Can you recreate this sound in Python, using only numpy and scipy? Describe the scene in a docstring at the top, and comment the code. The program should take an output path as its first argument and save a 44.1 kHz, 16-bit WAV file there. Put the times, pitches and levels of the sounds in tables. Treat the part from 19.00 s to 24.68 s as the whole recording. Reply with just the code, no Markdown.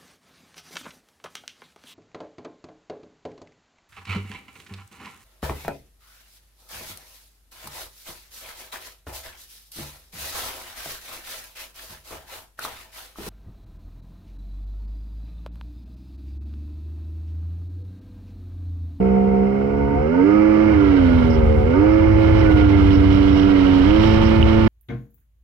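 """A small watercraft in a reed channel

Heard from the handlebar, a two-stroke engine revs up three times. Its orders (tones at multiples of
the crank's turning rate) slide through the resonances of the pipe and hull, and the motor buzzes and
rasps under its cover. Exhaust gas burbles and gulps at the waterline, and a hull panel hoots. As the
craft gathers way the wash hisses louder, spray patters and sizzles, and a loose fitting ticks."""
import sys
import numpy as np
from scipy import signal
from scipy.fft import rfft, irfft
from scipy.io import wavfile
from scipy.ndimage import uniform_filter1d, minimum_filter1d

SR = 44100
rng = np.random.default_rng(int(sys.argv[2]) if len(sys.argv) > 2 else 0)


def store_wav(level_fs):
    """Save 16-bit WAV to argv[1]."""
    pcm = np.round(np.clip(np.atleast_2d(level_fs), -1, 1) * 32767)
    wavfile.write(sys.argv[1], SR, pcm.T.astype(np.int16))


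N = 250488
TIME = np.arange(N) / SR
BINS = np.maximum(np.fft.rfftfreq(N, 1 / SR), 1)  # the frequencies of a spectrum, in Hz
IDLE_TURNS_PER_S, CRUISE_TURNS_PER_S = 64, 90

# The tuned pipe favours different orders at different speeds:
# (order [multiple of the crank rate], level at low revs [dB], at middle revs [dB], at high revs [dB])
ORDERS = [(4, -40, -43.5, -56), (5, -44, -49.5, -43), (6, -45, -48.5, -42), (7, -44.5, -43.5, -56.5),
          (8, -52, -57, -38.5), (9, -56.5, -57.5, -47.5), (10, -45.5, -47.5, -40.5), (11, -48.5, -49, -44),
          (12, -57.5, -48, -49), (13, -52, -54, -52), (14, -51, -45.5, -57.5), (15, -71, -58, -60),
          (16, -50, -56, -46), (17, -52, -47.5, -50.5), (20, -63.5, -51, -49.5), (21, -58.5, -54.5, -53),
          (22, -79.5, -51, -50)]


def from_db(db):
    """Turn decibels into a factor to multiply by."""
    return 10 ** (np.asarray(db) / 20)


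def rms(x):
    """The average strength of a signal (root mean square)."""
    return np.sqrt(np.mean(x ** 2) + 1e-20)


def in_time(rows):
    """Join (time, value) points with straight lines, giving a value at every sample."""
    return np.interp(TIME, *np.transpose(rows))


def at_hz(points, hz):
    """Read between (frequency, value) points, with octaves evenly spaced."""
    known_hz, values = np.transpose(points)
    return np.interp(np.log(hz), np.log(known_hz), values)


def step(x):
    """A soft switch from 0 to 1 around x = 0."""
    return .5 + .5 * np.tanh(x)


def bumps(rows):
    """Bell-shaped lifts in dB from rows of (time, lift, half length)."""
    return sum(db * np.exp(-np.minimum(((TIME - s) / half) ** 2, 20)) for s, db, half in rows)


def swells(rows):
    """Bell-shaped rises out of silence from rows of (time, level, half length)."""
    return sum(from_db(db) * np.exp(-((TIME - s) / half) ** 2) for s, db, half in rows)


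def drift(rate):
    """A smooth random wander of typical size 1, changing about `rate` times a second."""
    stride, warm_up = 40, 2000  # samples per point, points thrown away
    memory = np.exp(-2 * np.pi * rate * stride / SR)
    jitter = rng.standard_normal(N // stride + warm_up + 2)
    slow = signal.lfilter([1], [1, -2 * memory, memory * memory], jitter)[warm_up:]
    return np.interp(np.arange(N) / stride, np.arange(len(slow)), slow / rms(slow))


def stereo(hz):
    """Left and right gains, as complex numbers: each pitch is louder and earlier on one side."""
    # Which side is louder: (frequency [Hz], left minus right [dB])
    balance = [(30, 3.02), (70, 1.48), (130, -2), (210, -4), (290, -8), (340, -12), (430, -8), (530, -2),
               (650, 3.8), (880, 0.8), (1150, -11), (2200, -17), (4200, -12)]
    # Which side is earlier: (frequency [Hz], lead of the left [radians])
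    left_lead = [(100, -0.8), (250, -0.86), (325, -0.87), (400, 0.46), (520, 1.94), (800, 1.77),
                 (1000, 0.3), (1300, -1.72)]
    ratio, lead = from_db(at_hz(balance, hz)), at_hz(left_lead, hz)
    return np.array([ratio * np.exp(.5j * lead), np.exp(-.5j * lead)]) * np.sqrt(2 / (1 + ratio ** 2))


def noise(colour_db, band_hz):
    """Stereo noise with a given spectrum; the average of its sides has strength 1 within the band."""
    # Low sounds are nearly the same on both sides: (frequency [Hz], likeness [0-1])
    likeness = [(300, .98), (600, .85), (1200, .45), (2500, .25), (8000, .2)]
    alike = at_hz(likeness, BINS)
    mid, side = rfft(rng.standard_normal((2, N)))
    pair = np.sqrt(1 + alike) * mid + np.sqrt(1 - alike) * side * [[1], [-1]]
    pair = pair * stereo(BINS) * from_db(colour_db)
    inside = (BINS > band_hz[0]) & (BINS < band_hz[1])
    return irfft(pair, N) / rms(irfft(pair.mean(axis=0) * inside, N))


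def engine_speed():
    """Crank turns per second: after each move of the throttle the speed glides toward a new goal."""
    # Moves of the throttle: (time [s], goal [turns/s], lag [s])
    throttle = [(0.0, 65.7, 0.082), (0.42, 67.5, 0.06), (0.537, 71.1, 0.272), (0.938, 91.4, 0.378),
                (1.065, 122.7, 0.355), (1.219, 106.9, 0.073), (1.702, 88.1, 0.216), (1.846, 80.2, 0.47),
                (1.962, 82.2, 0.099), (2.166, 61.9, 0.739), (2.624, 88.2, 0.087), (2.732, 107.9, 0.066),
                (3.418, 96.6, 0.219), (3.767, 96.4, 0.061), (4.51, 92.1, 0.097), (4.839, 110.3, 0.071)]
    speed = np.full(N, float(IDLE_TURNS_PER_S))
    for s, goal, lag_s in throttle:
        start = int(s * SR)
        speed[start:] = goal + (speed[start] - goal) * np.exp(-TIME[:N - start] / lag_s)
    return speed


def acceleration(speed):
    """How many turns per second the engine gains each second."""
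    return uniform_filter1d(np.gradient(speed) * SR, size=4000)


def coasting(speed):
    """How fast the engine is running down, from 0 to 1."""
    return np.tanh(np.maximum(-acceleration(speed), 0) / 13)


def doublings(speed):
    """How many times the speed has doubled from cruise; negative when slower."""
    return np.log2(speed / CRUISE_TURNS_PER_S)


def order_tone(order, speed, crank, gain):
    """One engine tone, sliding with the speed; higher orders leave the pipe later in the turn."""
    # An order flares or sags as the pipe comes in and out of tune with it:
    # (order [multiple of the crank rate], time [s], lift [dB], half length [s])
    flares = [(7, 0.55, -14, 0.055), (5, 1.097, 5, 0.03), (5, 1.21, 13, 0.03), (4, 1.276, 4, .04),
              (12, 1.38, 5.5, .1), (11, 1.55, 8.5, .14), (4, 1.3, 9, 0.058), (20, 1.68, 7.5, .05),
              (4, 1.82, 1.5, 0.076), (6, 2.7, 7, .06), (13, 2.76, 17, 0.061), (11, 2.36, 6, .09),
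              (4, 2.8, 8, 0.068), (5, 2.88, 3.5, .08), (20, 3.38, 6, .1), (14, 3.5, 5.5, 0.087),
              (15, 4.66, 9.5, .1)]
    flare_db = bumps([row[1:] for row in flares if round(row[0]) == order])
    pipe_lag = .3 * order ** 2  # radians
    tone = np.sqrt(2) * gain * from_db(flare_db) * np.exp(1j * (order * crank - pipe_lag))
    grid_hz = np.arange(1, SR // 8)
    sides = np.array([np.interp(order * speed, grid_hz, side) for side in stereo(grid_hz)])
    return np.real(sides * tone)


def exhaust_note(speed, crank, gas_db):
    """The second and third orders drone; the unsteady first thuds with the escaping gas."""
    # Drone of the second order: (time [s], level [dB])
    second_order = [(0, -39.5), (1.0, -29.5), (1.22, -30), (1.35, -22.5), (1.68, -22.5), (1.82, -32.5),
                    (2.6, -39.5), (3.0, -29), (3.6, -31), (4.0, -26), (4.86, -28), (5.0, -20.5),
                    (5.68, -18.5)]
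    # How the pipe favours the third order: (speed [turns/s], level [dB])
    pipe_tuning = [(65.2, -17), (70.8, -30.5), (71.8, -29), (83.3, -16.5), (89.6, -13), (104.6, -13.5),
                   (106.2, -13.5), (110.2, -19)]
    earlier_speed = np.interp(TIME - .033, TIME, speed)  # the drone takes a moment to follow
    pulling = np.tanh((np.maximum(acceleration(speed), 0) / 130) ** 2)  # nears 1 when revving up hard
    third_db = np.interp(earlier_speed, *np.transpose(pipe_tuning)) - .5 * pulling
    out = order_tone(.99, speed, crank, from_db(gas_db - 5.5 + drift(15)))
    for order, level_db in [(2, in_time(second_order)), (3, third_db)]:
        out += order_tone(order, speed, crank, from_db(level_db + drift(34)))
    return out


def hull(hz):
    """How the pipe and hull shape sound: each resonance lifts its band and rings on after a pulse."""
    # Resonances and the notches between them: (frequency [Hz], width [Hz], lift [dB])
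    resonances = [(281.9, 16, 14.5), (396.6, 93, 16.5), (452.4, 39, 7), (529.2, 110, 16.5),
                  (656.4, 7.9, -12), (722, 63, 16.5), (789, 43, -4.5), (915.5, 34, 11), (1052, 65, -13.5),
                  (1250, 17, 5), (1434, 250, 12), (1470, 17, 5), (2155, 56, 6), (2330, 31, 10)]
    response = 1
    for centre, width, lift_db in resonances:
        gain = from_db(lift_db)
        detune = 1j * (hz / centre - centre / hz) * centre / width * np.sqrt(gain)
        response = response * (gain + detune) / (1 + detune)
    return response


def whine_lifts(speed):
    """Extra dB for a few orders that whine while the speed changes at high revs."""
    # Whining orders: (order [multiple of the crank rate], lift as revs climb [dB], as they fall [dB])
    whines = [(9, 6, 0), (12, 8, 0), (14, 0, 6.5)]
    high = step((speed - 96) / 5)  # switches on around 96 turns/s
    climbing = np.tanh(np.maximum(acceleration(speed), 0) / 14)
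    falling = coasting(speed)
    return {order: high * (up_db * climbing + down_db * falling) for order, up_db, down_db in whines}


def upper_orders(speed, crank):
    """The orders add up to one putt a turn, which rings in the hull; the higher ones flutter more."""
    # Engine speeds for the three levels in ORDERS: (low [turns/s], middle [turns/s], high [turns/s])
    revs = (68, 94, 108)
    flutter_db = .5 * (1 + .8 * coasting(speed))  # the engine misfires while coasting
    response, whine_db = hull(BINS), whine_lifts(speed)
    out = np.zeros((2, N))
    for multiple, *levels_db in ORDERS:
        order = round(multiple)
        level_db = np.interp(speed, revs, levels_db) - .5 + whine_db.get(order, 0)
        level_db += flutter_db * np.sqrt(order) * drift(26)
        ringing = np.interp(order * speed, BINS, response)
        out += order_tone(order, speed, crank, from_db(level_db) * ringing)
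    return out


def buzz(speed, crank):
    """The same fine clatter comes round every turn, making a buzz that grows with the revs."""
    # Spectrum of the buzz: (frequency [Hz], relative level [dB])
    colour = [(1500, -8), (2400, 5.5), (3000, -1.5), (3600, -18), (4600, -8.5), (5300, -8.5), (6400, -28),
              (8500, -36.5)]
    orders = np.setdiff1d(np.arange(18, 81), [round(row[0]) for row in ORDERS])
    turn = np.linspace(0, 2 * np.pi, 4096, endpoint=False)
    phases = rng.uniform(0, 2 * np.pi, len(orders))
    one_turn = np.cos(np.outer(turn, orders) + phases).sum(axis=1)
    clatter = np.interp(crank, turn, one_turn, period=2 * np.pi)
    pair = irfft(rfft(clatter) * from_db(at_hz(colour, BINS)) * stereo(BINS), N)
    return pair / rms(pair) * from_db(-49.5 + 19.5 * doublings(speed))


def fizz(speed):
    """A thin airy hiss lies above the rasp of the motor."""
    # Spectrum of the fizz: (frequency [Hz], relative level [dB])
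    colour = [(4000, -14.5), (6600, -6.5), (7600, 5), (8700, -7.5), (10300, 1.5), (12000, -8),
              (13800, -4.5), (15000, -8)]
    air = noise(at_hz(colour, BINS), band_hz=(6500, 11500))
    return air * from_db(-77 + doublings(speed))


def rasp(speed, crank, calm):
    """Intake and piston noise rings in the hull and pulses once a turn and at each of two firings."""
    # Spectrum of the rasp before the hull shapes it: (frequency [Hz], relative level [dB])
    colour = [(50, -15.5), (130, 6.5), (450, 3.5), (620, -3), (1000, 0), (1350, -1.5), (1600, -7.5),
              (1820, -11.5), (2120, 2), (2400, -10.5), (2680, -12), (2890, -11.5), (3550, -31),
              (3770, -28.5), (4700, -32), (5300, -25), (6400, -37.5), (9000, -56)]
    hull_db = 20 * np.log10(np.abs(hull(BINS)))
    grit = noise(at_hz(colour, BINS) + .3 * hull_db, band_hz=(1900, 2400))
    pulsing = 1 + .066 * (np.cos(crank) + np.cos(2 * crank))
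    # Louder with the revs, softer until the craft gathers way, more rattly while running down.
    level_db = -42.5 + 9.5 * doublings(speed) - 1.44 * calm + 1.5 * coasting(speed)
    return grit * pulsing * from_db(level_db + .87 * drift(37))


def burble(gas_db, calm):
    """Exhaust gas escapes under the stern in surging lumps, which are weaker in calm water."""
    # Larger gulps break the surface: (time [s], lift [dB], half length [s])
    gulps = [(.21, 7.5, 0.033), (2.32, 0.5, 0.034), (2.47, 5, 0.03), (2.59, 3.5, .035), (3.54, 7.5, 0.027),
             (5.41, 7, .05), (5.6, 0, .03)]
    # Spectrum of the bubbling: (frequency [Hz], relative level [dB])
    colour = [(12, -39.5), (25, -16.5), (45, -3), (65, 6), (88, 3.5), (115, -5), (160, -12.5), (260, -19),
              (800, -31.5), (1500, -67.5)]
    surge_db = drift(2.7)
    level_db = gas_db - 2 + bumps(gulps) - 4.5 * calm + surge_db
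    lumps = noise(at_hz(colour, BINS), band_hz=(25, 135))
    size = np.sqrt(uniform_filter1d(lumps.mean(axis=0) ** 2, size=2600) + 1e-6)
    lumps = lumps / size ** .3  # partly evens out their sizes
    return lumps / rms(lumps.mean(axis=0)) * from_db(level_db)


def hoots():
    """A hull panel, stirred by a passing order, rings briefly at its own fixed pitch."""
    # Hoots of the panel: (time [s], level [dB], half length [s])
    hoot_swells = [(.89, -34, 0.13), (1.15, -25, 0.0087), (1.205, -28.5, 0.026), (2.76, -29, 0.02)]
    panel_hz = 918
    ring = stereo(np.array([panel_hz])) * np.exp(2j * np.pi * panel_hz * TIME)
    return np.sqrt(2) * swells(hoot_swells) * np.real(ring)


def wash(crank, wash_db):
    """Water thrown by the hull and the jet hisses in quick uneven splashes."""
    # Spectrum of the wash: (frequency [Hz], relative level [dB])
    colour = [(100, 31), (450, 7.5), (700, 18), (1200, 14), (1900, 9.5), (2400, 12), (2630, 8),
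              (2870, 15.5), (3140, 13.5), (3480, 5), (3820, 6.5), (4800, -1.5), (5380, 0.5), (6400, -16),
              (7400, -15), (8700, -28), (10300, -20.5), (12200, -26), (13800, -24), (15000, -26)]
    hiss = noise(at_hz(colour, BINS), band_hz=(3500, 6500))
    throb = 1 + .055 * np.cos(2 * crank)
    splash_db = 1.28 * drift(24)
    return hiss * throb * from_db(wash_db - 2.5 + splash_db)


def drops(wash_db):
    """Drops of uneven size patter on the hull at random, louder as the wash grows."""
    drops_per_s, ring_hz, width_hz = 32, 3050, 420
    landed = rng.random(N) < drops_per_s / SR
    size_db = 3 * np.minimum(rng.exponential(1, N), 3)
    impacts = landed * from_db(size_db) * rng.choice([-1, 1], N)
    shell = 1 / (1 + 1j * (BINS / ring_hz - ring_hz / BINS) * ring_hz / (2 * width_hz)) ** 2
    patter = irfft(rfft(impacts) * shell * stereo(BINS), N)
    return patter / rms(patter) * from_db(wash_db - 3.5)


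def sizzles():
    """Fine spray lands in short bright bursts."""
    # Bursts of spray: (time [s], level [dB], half length [s])
    bursts = [(2.307, -50, 0.0093), (2.343, -49, 0.019), (2.933, -55.5, 0.023), (3.398, -49, 0.019),
              (3.95, -48, 0.039), (4.137, -51, .028), (4.37, -51.5, 0.087), (5.08, -48.5, 0.11),
              (5.265, -43, 0.018)]
    # Spectrum of the spray: (frequency [Hz], relative level [dB])
    colour = [(3500, -24), (4800, -3), (5300, 5.5), (5650, -1), (6300, -26), (9000, -47)]
    return swells(bursts) * noise(at_hz(colour, BINS), band_hz=(5000, 5800))


def ticks(left_db, contact_s):
    """Light knocks on a loose handlebar fitting die away at once, giving dry ticks."""
    # Knocks: (time [s], peak level on the right [dB])
    knocks = [(4.431, -21), (4.669, -18), (4.907, -15.5), (5.034, -17), (5.4272, -6.8)]
    # Tones of the fitting: (frequency [Hz], relative level [dB], time to fade by 60 dB [s])
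    tones = [(2860, 0, .0055), (2950, -27, .04)]
    out = np.zeros(N)
    for s, peak_db in knocks:
        age = np.clip(TIME - s, 0, .5)
        rise = 1 - np.exp(-(age / contact_s) ** 2)
        knock = np.zeros(N)
        for hz, db, fade_s in tones:
            fade = from_db(-60 * age / fade_s)
            knock += from_db(db) * rise * fade * np.sin(2 * np.pi * hz * age)
        out += from_db(peak_db) * knock / np.abs(knock).max()
    return out * from_db([[left_db], [0]])


def squeeze(x, above_db, share):
    """Quick gain control takes away a share of any excess level, as in the biggest gulps."""
    power = uniform_filter1d((x ** 2).mean(axis=0), size=1100)
    level_db = 10 * np.log10(np.abs(power) + 1e-9)
    cut_db = share * np.maximum(level_db - above_db, 0)
    return x * from_db(-uniform_filter1d(cut_db, size=500))


def scene():
    """One crankshaft, never quite steady, drives the engine sounds; the water joins in."""
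    # Exhaust gas breaking through the water: (time [s], level [dB])
    gas_levels = [(0, -24), (.5, -29.5), (1.0, -21), (1.15, -33), (1.85, -20.5), (2.3, -17), (2.62, -16),
                  (2.72, -19), (3.0, -19), (3.12, -15), (4.2, -16), (4.6, -27), (4.75, -20.5),
                  (5.68, -16.5)]
    # Water washing along the hull: (time [s], level [dB])
    wash_levels = [(0.06, -75), (1.13, -70), (1.5, -60.5), (1.95, -49.5), (2.35, -50), (2.42, -56.5),
                   (2.7, -56), (3.12, -54), (3.26, -47), (3.52, -47), (4.4, -43.5), (4.52, -45),
                   (5.0, -39.5), (5.4, -43.5), (5.64, -44.5)]
    gas_db, wash_db = in_time(gas_levels), in_time(wash_levels)
    calm = step((-63 - wash_db) / 11.5)  # nears 1 while the wash is quiet
    speed = engine_speed()
    crank = 2 * np.pi * np.cumsum(speed * (1 + .0015 * drift(25))) / SR  # angle in radians
    engine = exhaust_note(speed, crank, gas_db + calm)  # thuds gain up to 1 dB in calm water
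    engine += upper_orders(speed, crank) + buzz(speed, crank) + fizz(speed) + rasp(speed, crank, calm)
    water = burble(gas_db, calm) + wash(crank, wash_db) + sizzles() + drops(wash_db)
    return engine + hoots() + water + ticks(left_db=-14, contact_s=.0011)


def record(dry):
    """Hold the loudest peaks down, fade both ends and cut the highest treble."""
    ceiling, fade_s, cutoff_hz = .83, .003, 15100
    squeezed = squeeze(dry, above_db=-12.5, share=.67)
    safe_gain = np.minimum(1, ceiling / (np.abs(squeezed).max(axis=0) + 1e-9))
    limiter = uniform_filter1d(minimum_filter1d(safe_gain, size=500), size=500)
    from_edge_s = np.minimum(TIME, TIME[-1] - TIME)
    fade = np.sin(np.pi / 2 * np.clip(from_edge_s / fade_s, 0, 1)) ** 2
    treble_cut = signal.ellip(10, .1, 80, cutoff_hz, fs=SR, output="sos")
    return signal.sosfilt(treble_cut, squeezed * limiter * fade)


dry = scene()
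out = record(dry)
store_wav(out)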